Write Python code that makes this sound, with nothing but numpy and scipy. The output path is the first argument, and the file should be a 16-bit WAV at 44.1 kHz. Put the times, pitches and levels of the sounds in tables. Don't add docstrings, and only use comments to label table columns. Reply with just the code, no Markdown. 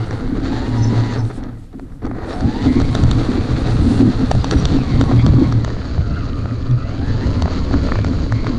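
import sys
import numpy as np
from scipy import signal
from scipy.fft import rfft, irfft, next_fast_len
from scipy.io import wavfile
from scipy.ndimage import uniform_filter1d

SR = 44100
rng = np.random.default_rng(int(sys.argv[2]) if len(sys.argv) > 2 else 0)


def boost_factor(decibels):
    exponent = np.asarray(decibels, float) / 20
    return 10 ** exponent


def output_pcm(signal):
    pcm = np.clip(np.atleast_2d(signal).T, -1, 1) * 32767
    wavfile.write(sys.argv[1], SR, np.round(pcm).astype(np.int16))


N = 378378
TIME = np.arange(N) / SR
LAWN_S = 5.62
PINION_TEETH = 7
PADDED = next_fast_len(N + 16384)
BIN_HZ = np.maximum(np.arange(PADDED // 2 + 1) * SR / PADDED, 1)

# t/s, body rattle level/dB, gear hiss level/dB, tyre fizz level/dB
DRIVE = [(0, -29, -44, -54), (.25, -31.5, -49, -62), (.42, -32.5, -47.5, -60), (.44, -30, -42.5, -62),
         (.9, -29, -42, -55), (1.14, -30, -39.5, -59), (1.17, -31.5, -49.5, -58),
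         (1.36, -39.5, -53.5, -55.5), (1.42, -34.5, -57, -66), (1.55, -45, -66, -66), (1.64, -49, -67, -65),
         (1.7, -54, -69, -68), (2.0, -47.5, -77, -66), (2.1, -39.5, -66, -64), (2.2, -28.5, -52, -70),
         (2.3, -29.5, -49, -53), (2.5, -32.5, -42, -62), (2.75, -28, -38.5, -53), (3.6, -28, -40.5, -56.5),
         (4.0, -26.5, -38, -45), (4.05, -28.5, -42, -55.5), (4.6, -28.5, -38, -56), (5.3, -30, -42, -61),
         (5.62, -30.5, -42.5, -65), (5.76, -33.5, -45.5, -67), (6.7, -37, -50, -67),
         (7.35, -31, -43, -64.5), (8.58, -33, -44.5, -65.5)]
# t/s, mean mesh f/Hz, whine level/dB, overtone level/dB (both re steady body rattle)
MESH = [(0, 696.4, -34, -8), (.38, 737.5, -15, -14), (.48, 809.5, -0.5, -9), (.65, 913, -6.5, -11),
        (.86, 972.4, -6, -12.5), (1.1, 996.5, -4.5, -9), (1.25, 870.5, -10, -33), (2.05, 285.6, -21, -32),
        (2.2, 431.6, -9, -16), (2.36, 690, 0, -14), (2.53, 882, -1, -10), (2.6, 950, 0, -5),
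        (2.68, 1020, -4, -9), (2.77, 1083, -9.5, -11), (3, 1096, -13, -18.5), (3.25, 1192, -10, -20),
        (3.38, 1195, -12, -14), (3.6, 1215, -24, -20), (3.95, 1378, -22, -22), (4.75, 1340, -12, -23),
        (4.79, 1325, -12, -6), (4.85, 1140, -13, -15), (4.93, 1055, -9, -8), (5.1, 1090, -1, -24),
        (5.17, 1096, -5, -13), (5.2, 1096, -12, 1), (5.23, 1106, -4, -12), (5.35, 1107, -6, -12.5),
        (5.46, 1063, -3.5, -8), (5.52, 1050, -11, -18), (5.7, 933, -22, -14), (6.1, 697.5, -7, -6),
        (6.18, 690, -8, 1), (6.23, 605, -11, -2), (6.3, 650, -13, -4.5), (6.38, 600, -8, -5),
        (6.43, 675, -14, -6), (6.52, 640, -7, 0), (6.58, 570, -10, -8), (6.75, 621, -4, -1),
        (6.87, 695.6, -1, -0.5), (7, 785, -1, -8), (7.08, 860, -8, -4), (7.17, 880, -10, -6.5),
        (7.23, 910, -10, -5), (7.27, 960, -9, -16), (7.35, 1023, -6.5, -17), (7.75, 1115, -7.5, -17),
        (7.88, 1134, -19, -20), (8, 1184, -9, -10), (8.25, 1079, -14, -27), (8.4, 1108, -11, -1.5),
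        (8.58, 1094, -4, -31)]


def level(x):
    return x / np.sqrt(np.mean(x ** 2))


def curves(table):
    t_s, *columns = np.transpose(table)
    return [np.interp(TIME, t_s, column) for column in columns]


def walk(rate_hz):
    hold = int(SR / rate_hz)
    steps = np.repeat(rng.standard_normal(N // hold + 1), hold)
    return level(uniform_filter1d(uniform_filter1d(steps, hold), hold)[:N])


def band(x, lo_hz, hi_hz):
    return signal.sosfilt(signal.butter(3, [lo_hz, hi_hz], "band", fs=SR, output="sos"), x)


def below(x, hz):
    return irfft(rfft(x, PADDED) / (1 + (BIN_HZ / hz) ** 12), PADDED)[:N]


def resonate(x, modes):
    out = 0
    for k, (hz, width_hz, db) in enumerate(modes):
        out = out + (-1) ** k * boost_factor(db) * signal.lfilter(*signal.iirpeak(hz, hz / width_hz, SR), x)
    return out


def colour(x, spectrum, peaks):
    hz, db = np.transpose(spectrum)
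    gain_db = np.interp(np.log(BIN_HZ), np.log(hz), db)
    for peak_hz, width_hz, rise_db in peaks:
        gain_db = gain_db + rise_db / (1 + (2 * (BIN_HZ - peak_hz) / width_hz) ** 2)
    return irfft(rfft(x, PADDED) * boost_factor(gain_db), PADDED)[:N]


def grit(per_s, spread_db):
    hit = rng.random(N) < per_s / SR
    strength = boost_factor(spread_db * np.minimum(rng.exponential(size=N), 3))
    return level(hit * rng.standard_normal(N) * strength)


def spells(rows, rise_s, fall_s, column=2, sag_db_per_s=0):
    out = np.zeros(N)
    for row in rows:
        start_s, length_s = row[:2]
        since_s = TIME - start_s
        shape = np.exp(np.minimum(0, np.minimum(since_s / rise_s, (length_s - since_s) / fall_s)))
        sag_db = sag_db_per_s * (np.clip(since_s, 0, length_s) - length_s / 2)
        out = np.maximum(out, shape * boost_factor(row[column] - sag_db))
    return out


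def shaking():
    # t/s, chassis rumble level/dB, mount hum level/dB, shell boom level/dB
    shake = [(0, -25, -22.5, -35.5), (.4, -22.5, -28.5, -21.5), (.75, -22, -24.5, -22),
             (1.15, -28, -20, -25.5), (1.3, -29, -25.5, -32), (1.45, -31.5, -35, -31),
             (1.68, -34.5, -46, -44.5), (2.0, -30, -48, -42), (2.04, -23.5, -20.5, -22),
             (2.2, -28.5, -35, -29), (2.6, -24, -25, -25.5), (3.0, -14.5, -27, -23), (3.6, -22, -27.5, -24),
             (4.0, -14.5, -34, -22), (4.45, -19, -29, -27), (5.0, -14, -35, -23.5),
             (5.55, -17.5, -24.5, -25.5), (5.7, -20, -28, -32.5), (6.5, -22.5, -23, -30),
             (7.2, -21, -29, -26), (7.9, -16, -29, -27), (8.58, -21.5, -27.5, -24.5)]
    # f/Hz, width/Hz, level/dB
    chassis_path = [(13.8, 22.4, 0), (28.6, 17.1, 5), (58, 33.6, -2), (80.3, 20.9, 0), (147.9, 34.7, -6.5)]
    chassis_lawn = [(14, 19.7, 0.5), (34.4, 20.4, 1.5), (64, 38.8, 2), (87.2, 45.6, 1), (155, 39.5, -7)]
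    # f/Hz, width/Hz, level/dB
    shell = [(181.2, 29, -9.5), (241.6, 23.8, 2.5), (271.5, 26, 3), (341.4, 66, -7.5)]
    # start t/s, length/s, rumble level/dB
    bumps = [(2.431, 0.038, -14), (2.666, 0.031, -14), (2.818, 0.047, -11), (3.037, 0.087, -14),
             (3.095, 0.065, -32), (3.4, 0.046, -16), (3.514, 0.038, -14), (3.634, 0.036, -16),
             (3.754, 0.061, -9), (3.835, 0.055, -7.5), (3.914, 0.07, -18), (4.047, 0.063, -19),
             (4.304, 0.041, -23), (4.348, 0.078, -12.5), (4.508, 0.049, -12.5), (4.564, 0.1, -10),
             (4.7, 0.034, -7.5), (4.865, 0.099, -13.5), (4.999, 0.033, -17), (5.043, 0.031, -18),
             (5.137, 0.05, -11), (5.186, 0.035, -17), (5.246, 0.089, -7), (5.376, 0.034, -14),
             (5.412, 0.032, -15), (5.448, 0.03, -10), (5.98, 0.058, -12), (6.099, 0.029, -14.5),
             (6.214, 0.038, -23), (6.421, 0.034, -18), (7.093, 0.047, -19), (7.26, 0.073, -14.5),
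             (7.347, 0.031, -22), (7.393, 0.033, -26), (7.427, 0.041, -9.5), (7.521, 0.029, -25),
             (7.589, 0.033, -19), (7.726, 0.052, -13.5), (7.808, 0.028, -22), (7.84, 0.022, -12),
             (8.045, 0.049, -16.5)]
    # start t/s, length/s, mid-spell level/dB, f/Hz
    rings = [(0.002, 0.025, -15, 114.6), (0.813, 0.046, -14.5, 113.9), (0.871, 0.073, -18, 114),
             (0.965, 0.07, -12.5, 114.7), (1.039, 0.11, -17, 115.4), (1.19, 0.09, -19, 116.4),
             (2.456, 0.014, -18, 116.6), (2.764, 0.094, -21, 120), (2.91, 0.066, -19, 116.9),
             (3.045, 0.045, -17, 115.9), (3.15, 0.09, -15.5, 115.9), (3.384, 0.029, -18, 105.3),
             (3.49, 0.079, -21.5, 118.6), (3.667, 0.12, -18, 116), (3.758, 0.051, -18, 115),
             (3.81, 0.08, -29, 111.4), (3.926, 0.18, -18, 113.5), (4.171, 0.033, -20, 113.4),
             (4.282, 0.082, -24, 119), (4.35, 0.08, -19, 117.5), (4.588, 0.043, -16.5, 117.7),
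             (4.734, 0.084, -18.5, 123.8), (4.851, 0.057, -33, 122.4), (4.921, 0.11, -18.5, 111.7),
             (5.142, 0.15, -16, 119.5), (5.286, 0.063, -18, 125.2), (5.343, 0.1, -18.5, 122.6),
             (5.447, 0.14, -18.5, 115.9), (6.012, 0.086, -27, 105.7), (6.703, 0.07, -18.5, 118.5),
             (7.102, 0.058, -19.5, 111.6), (7.973, 0.046, -19.5, 106), (8.31, 0.095, -21.5, 114),
             (8.537, 0.04, -22, 114.4)]
    # start t/s, length/s, level/dB
    booms = [(0.52, 0.031, -21), (0.772, 0.02, -22), (0.88, 0.041, -15), (1.735, 0.048, -32),
             (1.815, 0.027, -27.5), (2.432, 0.052, -15.5), (2.659, 0.049, -13), (2.754, 0.041, -13),
             (2.779, 0.032, -16), (2.95, 0.06, -18.5), (3.286, 0.021, -14), (3.353, 0.046, -16),
             (3.821, 0.14, -14), (3.961, 0.055, -20), (4.004, 0.087, -11), (4.2, 0.049, -20.5),
             (4.508, 0.051, -18.5), (4.727, 0.043, -16), (4.773, 0.038, -29), (4.802, 0.052, -22),
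             (4.878, 0.06, -21.5), (4.994, 0.047, -17), (5.083, 0.038, -15), (5.117, 0.044, -13.5),
             (5.157, 0.032, -21), (5.242, 0.067, -17.5), (5.287, 0.035, -30), (5.332, 0.12, -12),
             (5.521, 0.036, -21), (7.732, 0.033, -18.5), (8.112, 0.029, -21.5)]

    rumble_db, hum_db, boom_db = curves(shake)
    jolts = band(grit(per_s=900, spread_db=3.0), 2.4, 497)
    lawn = np.clip((TIME - LAWN_S) / .02, 0, 1)
    rumble = lawn * level(resonate(jolts, chassis_lawn)) + (1 - lawn) * level(resonate(jolts, chassis_path))

    sway = below(rumble, 45.8)
    bump_gain = spells(bumps, rise_s=.012, fall_s=0.0058)
    rumble = (rumble - sway) * np.hypot(boost_factor(rumble_db + 0.9 * walk(11)), bump_gain)
    sway_path_db, sway_lawn_db, sway_share = -7, -6, 0.72
    sway_db = sway_share * rumble_db + sway_path_db + lawn * (sway_lawn_db - sway_path_db)
    rumble = rumble + sway * boost_factor(sway_db)

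    mount = [(115.9, 10.8, 0)]  # f/Hz, width/Hz, level/dB
    hum = level(resonate(resonate(jolts, mount), mount)) * boost_factor(hum_db)
    start_s, length_s, _, hz = np.transpose(rings)
    ring_hz = np.interp(TIME, start_s + length_s / 2, hz) * (1 + 0.0155 * walk(30))
    swing = spells(rings, rise_s=0.014, fall_s=0.013, sag_db_per_s=18)
    ring = np.sqrt(2) * np.sin(2 * np.pi * np.cumsum(ring_hz) / SR)
    ring = ring * swing * boost_factor(3.2 * walk(35))
    hum = hum / (1 + (swing / boost_factor(hum_db)) ** 2)

    boom = level(band(resonate(jolts, shell), 118.0, 468))
    boom_gain = spells(booms, rise_s=0.0039, fall_s=0.016)
    boom = boom * np.hypot(boost_factor(boom_db + 1.5 * walk(20)), boom_gain)
    return rumble + hum + ring + boom


def tooth_phase():
    waver = 1 + .009 * walk(9) + .014 * walk(25) + .014 * walk(200)
    return 2 * np.pi * np.cumsum(curves(MESH)[0] * waver) / SR


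def drive_gains():
    # start t/s, length/s, body rattle level/dB, gear hiss level/dB
    rattles = [(.78, 0.083, -44, -46), (1.3, 0.016, -31, -61), (1.73, 0.025, -44, -74),
               (2.02, 0.057, -31.5, -58), (2.29, 0.048, -49, -48), (2.62, 0.072, -29.5, -42),
               (2.955, 0.036, -34, -54), (3.045, 0.026, -26, -47), (4.52, 0.019, -17.5, -33),
               (4.57, 0.033, -43, -44), (5.08, 0.055, -27.5, -60), (5.015, 0.021, -36, -41),
               (5.27, .02, -34, -48), (7.425, 0.065, -32, -46), (7.72, 0.054, -34, -48)]
    rise_s, fall_s = 0.0022, 0.0014
    rattle_db, gear_db, _ = curves(DRIVE)
    rattle = np.hypot(boost_factor(rattle_db), spells(rattles, rise_s, fall_s))
    gear = np.hypot(boost_factor(gear_db), spells(rattles, rise_s, fall_s, column=3))
    upper_db = np.where(TIME > LAWN_S, -8, -12)
    return rattle, gear, gear * boost_factor(upper_db)


def clatter(phase):
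    # f/Hz, level/dB (per Hz)
    body_path = [(190, -20), (330, -0.5), (374, -12.5), (412, -2.5), (650, -15), (957, -16.5), (1100, -18),
                 (1510, -18.5), (1940, -21.5), (2400, -32.5), (2980, -41), (4450, -34.5), (4970, -42.5),
                 (6030, -41), (9000, -47.5), (11700, -76.5), (19800, -120)]
    body_lawn = [(190, -41), (330, -5.5), (395, -3.5), (696, -11.5), (757, -18.5), (1070, -16.5),
                 (1370, -14), (1490, -18), (2390, -26.5), (3470, -28), (4510, -26), (5470, -34),
                 (6820, -36.5), (9000, -50.5), (11700, -81.5), (19800, -120)]
    # f/Hz, width/Hz, rise level/dB
    housing_path = [(750, 150, 5.5), (1260, 160, 4.5), (3770, 2350, 3), (4350, 440, -1), (4690, 230, 1),
                    (6040, 300, 1), (8600, 600, 8.5), (6920, 420, 4)]
    housing_lawn = [(3100, 540, 1.5), (4020, 340, 6), (4520, 600, 6), (6700, 340, 5.5)]

    flicker = boost_factor(.8 * walk(20) + 1.5 * walk(50) + 1.5 * np.sin(phase / PINION_TEETH))
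    flicker = flicker * (1 + .6 * np.sin(phase))
    source = flicker * (rng.standard_normal(N) + .5 * grit(per_s=830, spread_db=1.5))
    lawn = TIME > LAWN_S
    body = colour(source * lawn, body_lawn, housing_lawn) + colour(source * ~lawn, body_path, housing_path)

    lows = [0] + [below(body, hz) for hz in (2650, 5100, 8000)]
    out = 0
    for under, upto, gain in zip(lows, lows[1:], drive_gains()):
        part = upto - under
        spread = [np.std(part[~lawn]), np.std(part[lawn])]
        part = part / np.interp(TIME - LAWN_S, [-.01, .01], spread)
        out = out + part * gain * boost_factor(0.25 * walk(30))
    return out


def whine(phase):
    _, first_db, octave_db = curves(MESH)
    load = boost_factor(curves(DRIVE)[0])
    shaft = phase / PINION_TEETH
    runout = .7 * np.sin(shaft) + .3 * np.sin(2 * shaft + 1)
    slack_db = [2.5 * walk(110) + np.minimum(4 * walk(40), 2.5) for _ in range(4)]
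    slack = boost_factor(np.array(slack_db) - 1.5)
    slack[0] *= 1 - .5 * np.cos(shaft)
    first = np.sin(phase + runout) * slack[0]
    octave = np.sin(2 * phase + 1.35 * runout) * slack[1]
    third = np.sin(3 * phase + 0.93 * runout) * slack[2] * boost_factor(-11)
    fourth = np.sin(4 * phase + 2 * runout) * slack[3] * boost_factor(-13)
    return load * (first * boost_factor(first_db) + (octave + third + fourth) * boost_factor(octave_db))


def tyre_fizz():
    # f/Hz, level/dB (per Hz)
    fizz_spectrum = [(6500, -6), (8200, -3), (10000, -6.5), (12000, -30), (14500, -35), (16500, -82)]
    fizz_db = curves(DRIVE)[2] + 2.4 * walk(33) + 1.1 * walk(12)
    return level(colour(rng.standard_normal(N), fizz_spectrum, [])) * boost_factor(fizz_db)


def knocks():
    # t/s, peak level/dB before dulling, crack modes level/dB, two lowest modes level/dB (both added to modes)
    blows = [(0.109, -13, -2, -15), (0.402, -18, 1, -7), (0.46, -12.5, -8, 1), (0.738, -18.5, -10, -10),
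             (1.125, -16, -6, -5), (1.252, -23, 13, -3), (1.312, -29, 15, -3), (1.437, -25, 23, -6),
             (1.729, -38, 1, -2), (1.796, -19, -3, 3), (1.922, -36, -5, -7), (2.019, -30, -12, 26),
             (2.03, -25, 6, 14), (2.038, -31, -10, -5), (2.046, -32, 4, -3), (2.054, -23, 21, -8),
             (2.066, -16.5, 4, 11), (2.113, -13, -24, 1), (2.407, -11.5, 3, -14), (2.62, -16, 7, -5),
             (2.801, -8, 8.5, 2), (2.817, -7.5, 2, -13), (2.951, 2.5, 6, 0), (3.037, 0.5, 9.5, 1),
             (3.113, -1.5, 11, -9), (4.314, 5, 9, 7.5), (4.351, -6.5, 8.5, 9), (4.444, -1, 12.5, 8.5),
             (4.499, -24, 12, 0), (4.511, 3, 11, 2), (4.569, -12.5, -2, -6), (4.654, -1.5, 12.5, -4),
             (4.787, -14, -6, 20), (5.012, 2, 8, -0.5), (5.039, -8, 12, 11), (5.114, -7, -22, 25),
             (5.196, -15, -13, 1), (5.264, -2.5, 9.5, 5), (5.524, -7.5, 4, 0), (5.647, -6, 2, -19),
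             (5.678, -13, -14, 5), (5.703, -18, -9, -17), (5.767, -14.5, -15, 10), (5.817, -18, -8, -15),
             (5.947, -21, -6, -8), (5.979, -13, -17, 13), (6.295, -35, 3, -12), (6.442, -24, -3, -8),
             (6.457, -13, -8, -1), (6.51, -23, -3, -5), (6.61, -31, -1, -12), (6.711, -19, 6, -15),
             (7.422, -2.5, 9, 6), (7.457, -5, -2, 12), (7.479, -8.5, -12, -2), (7.711, -8, -38, 5),
             (7.74, -5, -8, -1), (7.812, -19, -7, -7), (7.888, -12.5, -18, -1), (7.85, -17, -14, 2),
             (7.92, -5, -8, -9), (7.956, -9, -15, -14), (7.989, -8, -23, 4), (8.046, -4.5, 0.5, -3),
             (8.084, -17, 0, -4), (8.134, -16, -6, -7), (8.323, -6.5, -2, -11), (8.445, -13.5, 3, 15),
             (8.468, -9, -9, -3)]
    # f/Hz, level/dB, t60/s
    thud_modes = [(395, -8, 0.017), (696, 4.5, 0.0068), (1050, -2, 0.006), (1337, -1, 0.0079),
                  (1720, -6.5, 0.0096)]
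    crack_modes = [(3100, -21, .004), (3700, -8, .006), (4450, -10, .009), (5700, -10, .007),
                   (6800, -19, .004), (8000, -14, .004)]

    out, t_s = np.zeros(N + 4000), np.arange(1500) / SR
    chance = rng.standard_normal((len(blows), 2, len(thud_modes) + len(crack_modes)))
    lead_s, fade_s = .0024, .0013
    since_s = np.arange(500) / SR - .005
    swell = np.exp(np.minimum(since_s / lead_s, -since_s / fade_s))
    rough = rng.standard_normal((len(blows), len(since_s))) * swell
    for (blow_s, db, crack_db, low_db), (tune, size), scrape in zip(blows, chance, rough):
        modes = np.array(thud_modes + [(f, d + crack_db, t60) for f, d, t60 in crack_modes])
        hz = modes[:, 0] * (1 + .02 * tune)
        gain = boost_factor(modes[:, 1] + 1.5 * size)
        gain[:2] *= boost_factor(low_db)
        ring = gain @ (np.sin(2 * np.pi * hz[:, None] * t_s) * 1000. ** (-t_s / modes[:, 2:]))
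        contact_s = .00004 * boost_factor(np.clip(-crack_db / 2, 0, 8))
        push = .035 * scrape + np.exp(-(since_s / contact_s) ** 2) * .000007 / contact_s
        sound = np.convolve(ring, push)
        sound[:len(scrape)] += boost_factor(crack_db - 15.0) * np.diff(scrape, prepend=0)
        sound = sound / np.abs(sound).max()
        i = int((blow_s + since_s[0] + 0.00074) * SR)
        out[i:i + len(sound)] += boost_factor(db) * sound
    return below(below(out[:N], 7870), 8900)


def buzzes():
    buzz_rows = [(.78, 0.11, -48, 5300), (0.787, 0.085, -46, 6050), (.95, .2, -55, 6330),
                 (.45, 0.67, -60, 7100), (1.181, .05, -51, 5300), (1.183, .06, -54, 6000),
                 (2.3, 0.038, -52, 5400), (2.415, 0.28, -55, 4690), (2.79, 0.022, -45, 4200),
                 (2.98, 0.062, -54, 4750), (4.331, 0.073, -52, 4750), (4.41, 0.051, -48, 4830),
                 (4.53, 0.073, -45, 5730), (4.523, 0.073, -55, 8600), (5.02, .13, -56, 5793),
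                 (5.19, 0.092, -48.5, 4810)]
    width_hz, edge_s = 290, 0.013
    out, noise = 0, rng.standard_normal(N) * boost_factor(4.0 * walk(60))
    for row in buzz_rows:
        hz = row[3]
        note = level(band(noise, hz - width_hz / 2, hz + width_hz / 2))
        out = out + note * spells([row], edge_s, edge_s)
    return out


def stalks():
    tail = np.exp(-np.arange(300) / SR / 0.0029)
    envelope = np.convolve(np.abs(grit(per_s=49, spread_db=-2.0)), tail)[:N]
    ticks = envelope * rng.standard_normal(N)
    return level(band(ticks, 2200, 4500)) * boost_factor(-54) * (TIME > LAWN_S)


def scene():
    phase = tooth_phase()
    gears = clatter(phase) + whine(phase)
    mix = shaking() + gears + tyre_fizz() + knocks() + buzzes() + stalks()
    return mix[None]


def roll_off(x):
    return signal.sosfilt(signal.butter(12, 15100, fs=SR, output="sos"), x)


def record(dry):
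    # f/Hz, level/dB (per Hz)
    hiss_spectrum = [(1500, -2), (3500, -1.5), (9000, -13.5), (12000, -8), (15000, -45), (17000, -59)]
    hiss_db = -63 - 9 * (TIME > LAWN_S)
    hiss = level(colour(rng.standard_normal(N), hiss_spectrum, [])) * boost_factor(hiss_db)
    rounded = np.tanh(1.05 * dry[0]) / 1.05
    return roll_off(below(rounded, 14000)[None] + hiss)


dry = scene()
out = record(dry)
output_pcm(out)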